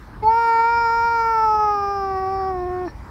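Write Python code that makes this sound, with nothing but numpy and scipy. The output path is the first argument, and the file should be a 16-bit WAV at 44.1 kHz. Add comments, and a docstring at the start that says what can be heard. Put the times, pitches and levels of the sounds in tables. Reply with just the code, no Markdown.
"""A cat on a porch step gives one long, clear yowl that swells, holds and sinks in pitch, then a small catch in
the throat. The yowl is a stack of partials (tones at whole multiples of one pitch) plus noise for breath.
The catch is three short ringing tones with a spit of noise. The door and walls answer as a short noise echo.
Distant traffic, made from two layers of coloured noise, rumbles and hisses behind it all."""
import sys
import numpy as np
from scipy import signal
from scipy.fft import rfft, irfft, next_fast_len
from scipy.io import wavfile
from scipy.ndimage import uniform_filter1d, map_coordinates

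SR = 44100
rng = np.random.default_rng(int(sys.argv[2]) if len(sys.argv) > 2 else 0)


def unload_wav(signal):
    """Save mono or channel-first audio to the path in sys.argv[1] as 16-bit WAV at rate SR, clipped to [-1, 1]."""
    wavfile.write(
        sys.argv[1],
        SR,
        np.round(np.clip(np.atleast_2d(signal).T, -1, 1) * 32767).astype(np.int16),
    )


N = 136710
TIME = np.arange(N) / SR  # seconds


def amp(db):
    """Turn decibels into a plain multiplier."""
    return 10 ** (np.asarray(db) / 20)


def unit(x):
    """Scale a signal to an rms (average strength) of 1."""
    return x / np.sqrt(np.mean(x ** 2) + 1e-20)


def along(points, hz):
    """Read a (frequency [Hz], level [dB]) curve on a log frequency axis; practically silent outside it."""
    f, level = np.transpose(points)
    return np.interp(np.log(hz + 1), np.log(f + 1), level, left=-120, right=-120)


def curves(rows):
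    """Give one value per sample for each column after the time, with rounded corners."""
    times, *columns = np.transpose(rows)
    return [uniform_filter1d(np.interp(TIME, times, column), size=400) for column in columns]


def wobble(rate):
    """A smooth random curve through `rate` random points a second."""
    knots = rng.standard_normal(int(N / SR * rate) + 4)
    return map_coordinates(knots, [TIME * rate])


def bump(centre_s, half_s):
    """A smooth rise and fall in time, peaking at 1."""
    return np.exp(-((TIME - centre_s) / half_s) ** 2)


def filtered(x, response):
    """Multiply each frequency in x by the response there."""
    m = next_fast_len(N + SR // 2)
    return irfft(rfft(x, m) * response(np.fft.rfftfreq(m, 1 / SR)), m)[..., :N]


def rush(spectrum, patchy_db):
    """Coloured noise of rms 1, with random louder and softer patches in time and frequency."""
    z = signal.stft(rng.standard_normal(N + 512), nperseg=512)[2]
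    patches = uniform_filter1d(rng.standard_normal(z.shape), size=6, axis=0)
    patches = uniform_filter1d(patches, size=14, axis=1)
    noise = signal.istft(z * amp(patchy_db * unit(patches)), nperseg=512)[1][:N]
    return unit(filtered(noise, lambda hz: amp(along(spectrum, hz))))


# how loud the far rumble is, before its slow wobble: (time [s], level [dB])
RUMBLE_LEVEL = [(0.0, -42.5), (0.26, -34), (0.4, -43.5), (0.69, -43.5), (0.7, -42), (3.1, -37)]
# relative colour of the rumble: (frequency [Hz], level [dB per Hz])
RUMBLE = [(12, -32.5), (20, -10), (54, 7), (150, -5.5), (232, -9), (330, -12), (430, -38.5), (730, -120)]
# how loud the hiss is: (time [s], level [dB])
HISS_LEVEL = [(0, -45), (.35, -46), (1.5, -47.5), (2.1, -46), (3.1, -44)]
# relative colour of the hiss: (frequency [Hz], level [dB per Hz])
HISS = [(160, -25), (280, -2.5), (481, -9.5), (746, -12), (840, -7), (1350, -12), (2350, -22), (2650, -30),
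        (5390, -31), (6170, -38.5), (15900, -44)]


def traffic():
    """Far traffic blends into noise: a low rumble that wavers in level, under a hiss."""
    rumble_db = curves(RUMBLE_LEVEL)[0] + wobble(2.6)
    rumble = amp(rumble_db) * rush(RUMBLE, patchy_db=-1.0)
    return rumble + amp(curves(HISS_LEVEL)[0]) * rush(HISS, patchy_db=2.5)


# how high the cat sings, before the wavering and the final sag: (time [s], pitch [Hz])
PITCH = [(0.245, 429.9), (0.315, 452.6), (0.385, 465.6), (0.575, 456.1), (0.75, 467.7), (0.8, 468.3),
         (0.89, 458.2), (0.975, 465.1), (1.005, 462.8), (1.06, 466.8), (1.32, 452.6), (1.385, 442.8),
         (1.445, 440.3), (1.475, 433.8), (1.7, 417.0), (1.795, 404.6), (1.865, 398.9), (1.915, 402.3),
         (2.07, 387.1), (2.175, 380.9), (2.265, 380.5), (2.32, 387.0), (2.4, 385.5), (2.445, 379.0),
         (2.485, 382.4), (2.595, 359.0), (2.62, 361.7), (2.655, 357.5), (2.675, 364.5), (2.695, 355.6),
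         (2.71, 362.5), (2.825, 363.6), (2.845, 359.6)]
JITTER, JITTER_GROWS_PER_S, JITTER_PER_S = .0004, .0006, 60  # share of pitch, growth as the call tires, knots/s
WAVER, WAVER_PER_S = .0015, 22  # slower unsteadiness: share of pitch, knots/s
SAG_HZ_PER_S = 1370  # as the mouth shuts


def voice_pitch(closing):
    """The pitch in Hz: a main curve, two kinds of unsteadiness, and a sag as the mouth shuts."""
    hz = curves(PITCH)[0] - SAG_HZ_PER_S * closing
    jitter = (JITTER + JITTER_GROWS_PER_S * TIME) * wobble(JITTER_PER_S)
    return hz * (1 + jitter + WAVER * wobble(WAVER_PER_S))


# strength of the five lowest partials, before shimmer and closing:
# (time [s], partial 1 [dB], partial 2 [dB], partial 3 [dB], partial 4 [dB], partial 5 [dB])
VOICE = [(0.232, -27, -24.5, -45.5, -64.5, -42.5), (0.255, -29, -16, -41, -65, -67),
         (0.28, -28.5, -9.5, -40.5, -69, -44), (0.31, -30.6, -14, -34, -42.5, -44),
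         (0.37, -30.5, -16, -29, -45, -42), (0.42, -30.5, -18.5, -26, -39.5, -40.5),
         (0.55, -29, -15.5, -25, -33, -35), (0.79, -33, -18.5, -25.5, -42.5, -35.5),
         (0.89, -31.5, -20, -24.5, -37.5, -40.5), (1.06, -33.5, -18.5, -26, -42.5, -39),
         (1.25, -30.5, -20.5, -23.5, -39, -38.5), (1.44, -31.5, -17, -22, -41.5, -47.5),
         (1.49, -31.5, -17, -23, -57, -52.5), (1.57, -30.5, -19.5, -23, -46, -60.5),
         (1.69, -30, -20.5, -22, -43.5, -49), (1.78, -31, -26.5, -24, -42, -65.5),
         (2.03, -30.0, -27, -29, -42.5, -58.5), (2.19, -29, -27, -30.5, -46, -42.5),
         (2.3, -29.5, -25, -31, -50, -52.5), (2.48, -28.5, -25, -30.9, -48.5, -48.5),
         (2.6, -27, -30.5, -38.5, -55, -49.5), (2.85, -27, -31.5, -40, -49, -49)]
LOW_LAG_HZ = 760  # divided by the pitch: radians that low partials trail
DULL_DB_PER_S = 348  # closing mouth: extra fade for each step above the first partial


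def low_partials(phase, closing):
    """The body of the voice: five tones; the higher ones fade faster as the mouth shuts."""
    lag = LOW_LAG_HZ / curves(PITCH)[0]
    voice = 0
    for k, db in enumerate(curves(VOICE), start=1):
        gain = amp(db - (k - 1) * DULL_DB_PER_S * closing)
        voice = voice + gain * np.cos(k * phase - (k - 1) ** 2 * lag)
    return voice


# base strength of the overtone bands, to which the colours below are added:
# (time [s], 2.5-4 kHz [dB], 4-6 kHz [dB], centre of that band [Hz], 6.5-8 kHz [dB], above 12 kHz [dB])
OVERTONES = [(0.23, -55, -51, 4420, -67, -77.5), (0.27, -70, -62, 5070, -75.5, -74),
             (0.32, -49.5, -50, 5000, -81, -63), (0.44, -50.5, -42, 4800, -65.5, -67),
             (0.56, -49.5, -43, 4630, -60.5, -69), (0.91, -56.5, -43.5, 5050, -59.5, -63.5),
             (1.42, -53, -41, 5140, -63, -61), (1.91, -61.5, -44.5, 5120, -75.5, -68.5),
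             (2.25, -64.5, -49.5, 5060, -80, -70), (2.6, -69, -53, 5060, -73, -72.5),
             (2.85, -68.5, -57, 5200, -71, -72.5)]


def overtone_levels():
    """Middle, treble, edge and top band gains, and the moving centre of the treble band in Hz."""
    middle, treble, centre_hz, edge, top = curves(OVERTONES)
    return amp(middle), amp(treble), amp(edge), amp(top), centre_hz


# colour of throat and mouth in four bands, each: (frequency [Hz], relative level [dB])
MIDDLE = [(1900, 3), (2300, 10), (2800, -2.5), (3200, -14.5), (3800, -16), (4200, -25)]
TREBLE = [(3000, -47), (3700, -24.5), (4150, -15.5), (4600, -12), (5050, -3.5), (5500, -8), (5850, -13),
          (6200, -56)]
EDGE = [(6000, -27), (6500, -9), (6900, -3.5), (7400, -14), (7900, -14.5), (8400, -45.5), (9000, -29.5)]
TOP = [(8000, -39.5), (10700, -15), (11600, -24), (12400, -11), (13300, -19), (14000, -14.5), (15000, -7),
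       (15800, -10.5)]
# a narrow throat resonance rings briefly on one overtone:
# (time [s], half length [s], frequency [Hz], level [dB])
RINGS = [(0.279, 0.022, 4410, -47.5), (2.394, 0.087, 4710, -54.5), (2.399, .12, 5450, -55.5)]
RING_WIDTH_HZ = 150
TREBLE_HZ = 5000  # centre for which TREBLE is written
NARROWS = .5  # hoarse voice: stretches the TREBLE dB values, so the resonance tightens
BREATHY_S, BREATHY_RISE_S = 2.49, .05  # the treble overtones give way to air
PARTIALS, LAG = 44, .35  # stop before this partial; radians of trailing, times partial number squared
DRIFT_DB, DRIFT_PER_S = 1.8, 9  # each overtone wanders on its own: size, knots/s


def overtones(hz, phase, closing, bands, hoarse):
    """Partials 6 and up, shaped by throat and mouth as the pitch slides under their resonances."""
    step = slice(None, None, 64)  # work out gains at every 64th sample
    t = TIME[step]
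    middle, treble, edge, top, centre_hz = [band[step] for band in bands]
    clear = 1 - np.clip((t - BREATHY_S) / BREATHY_RISE_S, 0, 1)
    tightness = 1 + NARROWS * hoarse[step]
    voice = np.zeros(N)
    for k in range(6, PARTIALS):
        f = k * hz[step]
        treble_db = along(TREBLE, f * TREBLE_HZ / centre_hz) * tightness
        bright = treble * amp(treble_db)
        bright += edge * amp(along(EDGE, f)) + top * amp(along(TOP, f))
        for s, half_s, ring_hz, db in RINGS:
            bright += amp(db) * np.exp(-((t - s) / half_s) ** 2 - ((f - ring_hz) / RING_WIDTH_HZ) ** 2)
        gain = middle * amp(along(MIDDLE, f)) + clear * bright
        drift_db = DRIFT_DB * wobble(DRIFT_PER_S)[step]
        gain *= amp(drift_db - 3.3 * DULL_DB_PER_S * closing[step])
        voice += np.interp(TIME, t, gain) * np.sin(k * phase - k * k * LAG)
    return voice


# relative colour of the low breath: (frequency [Hz], level [dB per Hz])
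AIR_LOW = [(500, -44), (800, -19), (1100, 11), (1350, -3), (1700, -20), (2300, -11.5), (2800, -41.5)]
# relative colour of the puff as the mouth opens: (frequency [Hz], level [dB per Hz])
PUFF = [(6000, -35), (6900, 6), (7600, -27), (9000, -28.5), (9700, 6.5), (10600, -9.5), (12000, -29.5)]
PUFF_S, PUFF_HALF_S, PUFF_DB = 0.48, 0.19, -60.5
AIR_LOW_DB = -24.5  # relative to the third partial
AIR_MID_DB, AIR_EDGE_DB, AIR_TOP_DB = -19, -18, -5  # relative to the 5 kHz, 7 kHz and top band gains
AIR_GROWS_DB_PER_S = 3  # the 5 kHz air rises with time
AIR_HIGHER, AIR_NARROW = 1.04, 1.5  # factors on TREBLE: air rings higher and more narrowly
HOARSE_DB = -7  # air relative to the 3 kHz band gain
AIR_PULSED = 0.11  # depth of the pulsing


def breath(phase, bands, hoarse):
    """Air rushing through the throat: noise in six bands, pulsing once each cycle of the voice."""
    middle, treble, edge, top, _ = bands
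    third_db = curves(VOICE)[2]
    layers = [
        (amp(third_db + AIR_LOW_DB), AIR_LOW),
        (treble * amp(AIR_MID_DB + AIR_GROWS_DB_PER_S * TIME), np.multiply(TREBLE, [AIR_HIGHER, AIR_NARROW])),
        (edge * amp(AIR_EDGE_DB), EDGE),
        (top * amp(AIR_TOP_DB), TOP),
        (amp(PUFF_DB) * bump(PUFF_S, PUFF_HALF_S), PUFF),
        (middle * hoarse * amp(HOARSE_DB), np.multiply(MIDDLE, [1, .5])),  # halved dB: a flatter colour
    ]
    air = sum(gain * rush(colour, patchy_db=2) for gain, colour in layers)
    return air * (1 + AIR_PULSED * np.cos(phase))


START_S, ATTACK_S, END_S, RELEASE_S = .222, .012, 2.888, .01
CLOSE_S = 2.852  # the mouth starts to shut
HOARSE_S, HOARSE_RISE_S = 1.22, .04  # the voice turns hoarse
SHIMMER_DB = .5  # all partials flicker together


def yowl():
    """The cat's voice: low partials and overtones on one pitch, with breath, between a quick start and end."""
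    closing = np.clip(TIME - CLOSE_S, 0, END_S - CLOSE_S)  # seconds since the mouth began to shut
    hoarse = np.clip((TIME - HOARSE_S) / HOARSE_RISE_S, 0, 1)
    hz = voice_pitch(closing)
    phase = 2 * np.pi * np.cumsum(hz) / SR
    bands = overtone_levels()
    voice = low_partials(phase, closing) + overtones(hz, phase, closing, bands, hoarse)
    voice *= np.sqrt(2) * amp(SHIMMER_DB * wobble(60))  # sqrt(2): levels count as rms
    fade_in, fade_out = (TIME - START_S) / ATTACK_S, (END_S - TIME) / RELEASE_S
    sounding = np.clip(np.minimum(fade_in, fade_out), 0, 1)
    return sounding * (voice + breath(phase, bands, hoarse))


PORCH_DB, PORCH_T60_S = -22, .15  # echo level; time to fade by 60 dB


def porch(x):
    """A short, blurred answer from door and walls: the sound smeared by a fading burst of noise."""
    t = np.arange(SR // 4) / SR
    tail = rng.standard_normal(len(t)) * amp(-60 * t / PORCH_T60_S)
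    echo = signal.fftconvolve(x, tail / np.linalg.norm(tail))[:N]
    return amp(PORCH_DB) * echo


# throat resonances that ring, with CATCH_DB still to be added:
# (frequency [Hz], level [dB], time to fade by 60 dB [s])
CATCH = [(900, 3, 0.022), (1160, -8, 0.054), (1774, -8.5, 0.11)]
# relative colour of the air that escapes: (frequency [Hz], level [dB per Hz])
SPIT = [(600, -20), (1300, -1), (2300, -7), (3200, -28)]
# relative colour of its longer treble hiss: (frequency [Hz], level [dB per Hz])
HISS_OUT = [(3600, -22), (4400, -4), (4950, -23), (5600, 3), (6100, -30)]
CATCH_S, CATCH_DB, CATCH_RISE_S = 2.876, -26, 0.00081
SPIT_S, SPIT_HALF_S, SPIT_DB = 2.881, .008, -42
HISS_OUT_HALF_S, HISS_OUT_DB = 0.032, -51.5


def throat_catch():
    """The throat shuts: its resonances ring once over a spit of air."""
    after = np.clip(TIME - CATCH_S, 0, None)
    ring = sum(amp(db - 60 * after / t60) * np.sin(2 * np.pi * hz * after) for hz, db, t60 in CATCH)
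    ring *= amp(CATCH_DB) * (1 - np.exp(-after / CATCH_RISE_S))
    spit = amp(SPIT_DB) * bump(SPIT_S, SPIT_HALF_S) * rush(SPIT, patchy_db=-5.5)
    hiss_out = amp(HISS_OUT_DB) * bump(SPIT_S, HISS_OUT_HALF_S) * rush(HISS_OUT, patchy_db=4.5)
    return ring + spit + hiss_out


def scene():
    """Mix the traffic, the cat and the porch's answer to the cat."""
    background = traffic()
    cat = yowl() + throat_catch()
    return (background + cat + porch(cat))[None]


TOP_HZ = 15750


def record(dry):
    """Keep only what lies below the top frequency."""
    return filtered(dry, lambda hz: hz < TOP_HZ)


dry = scene()
out = record(dry)
unload_wav(out)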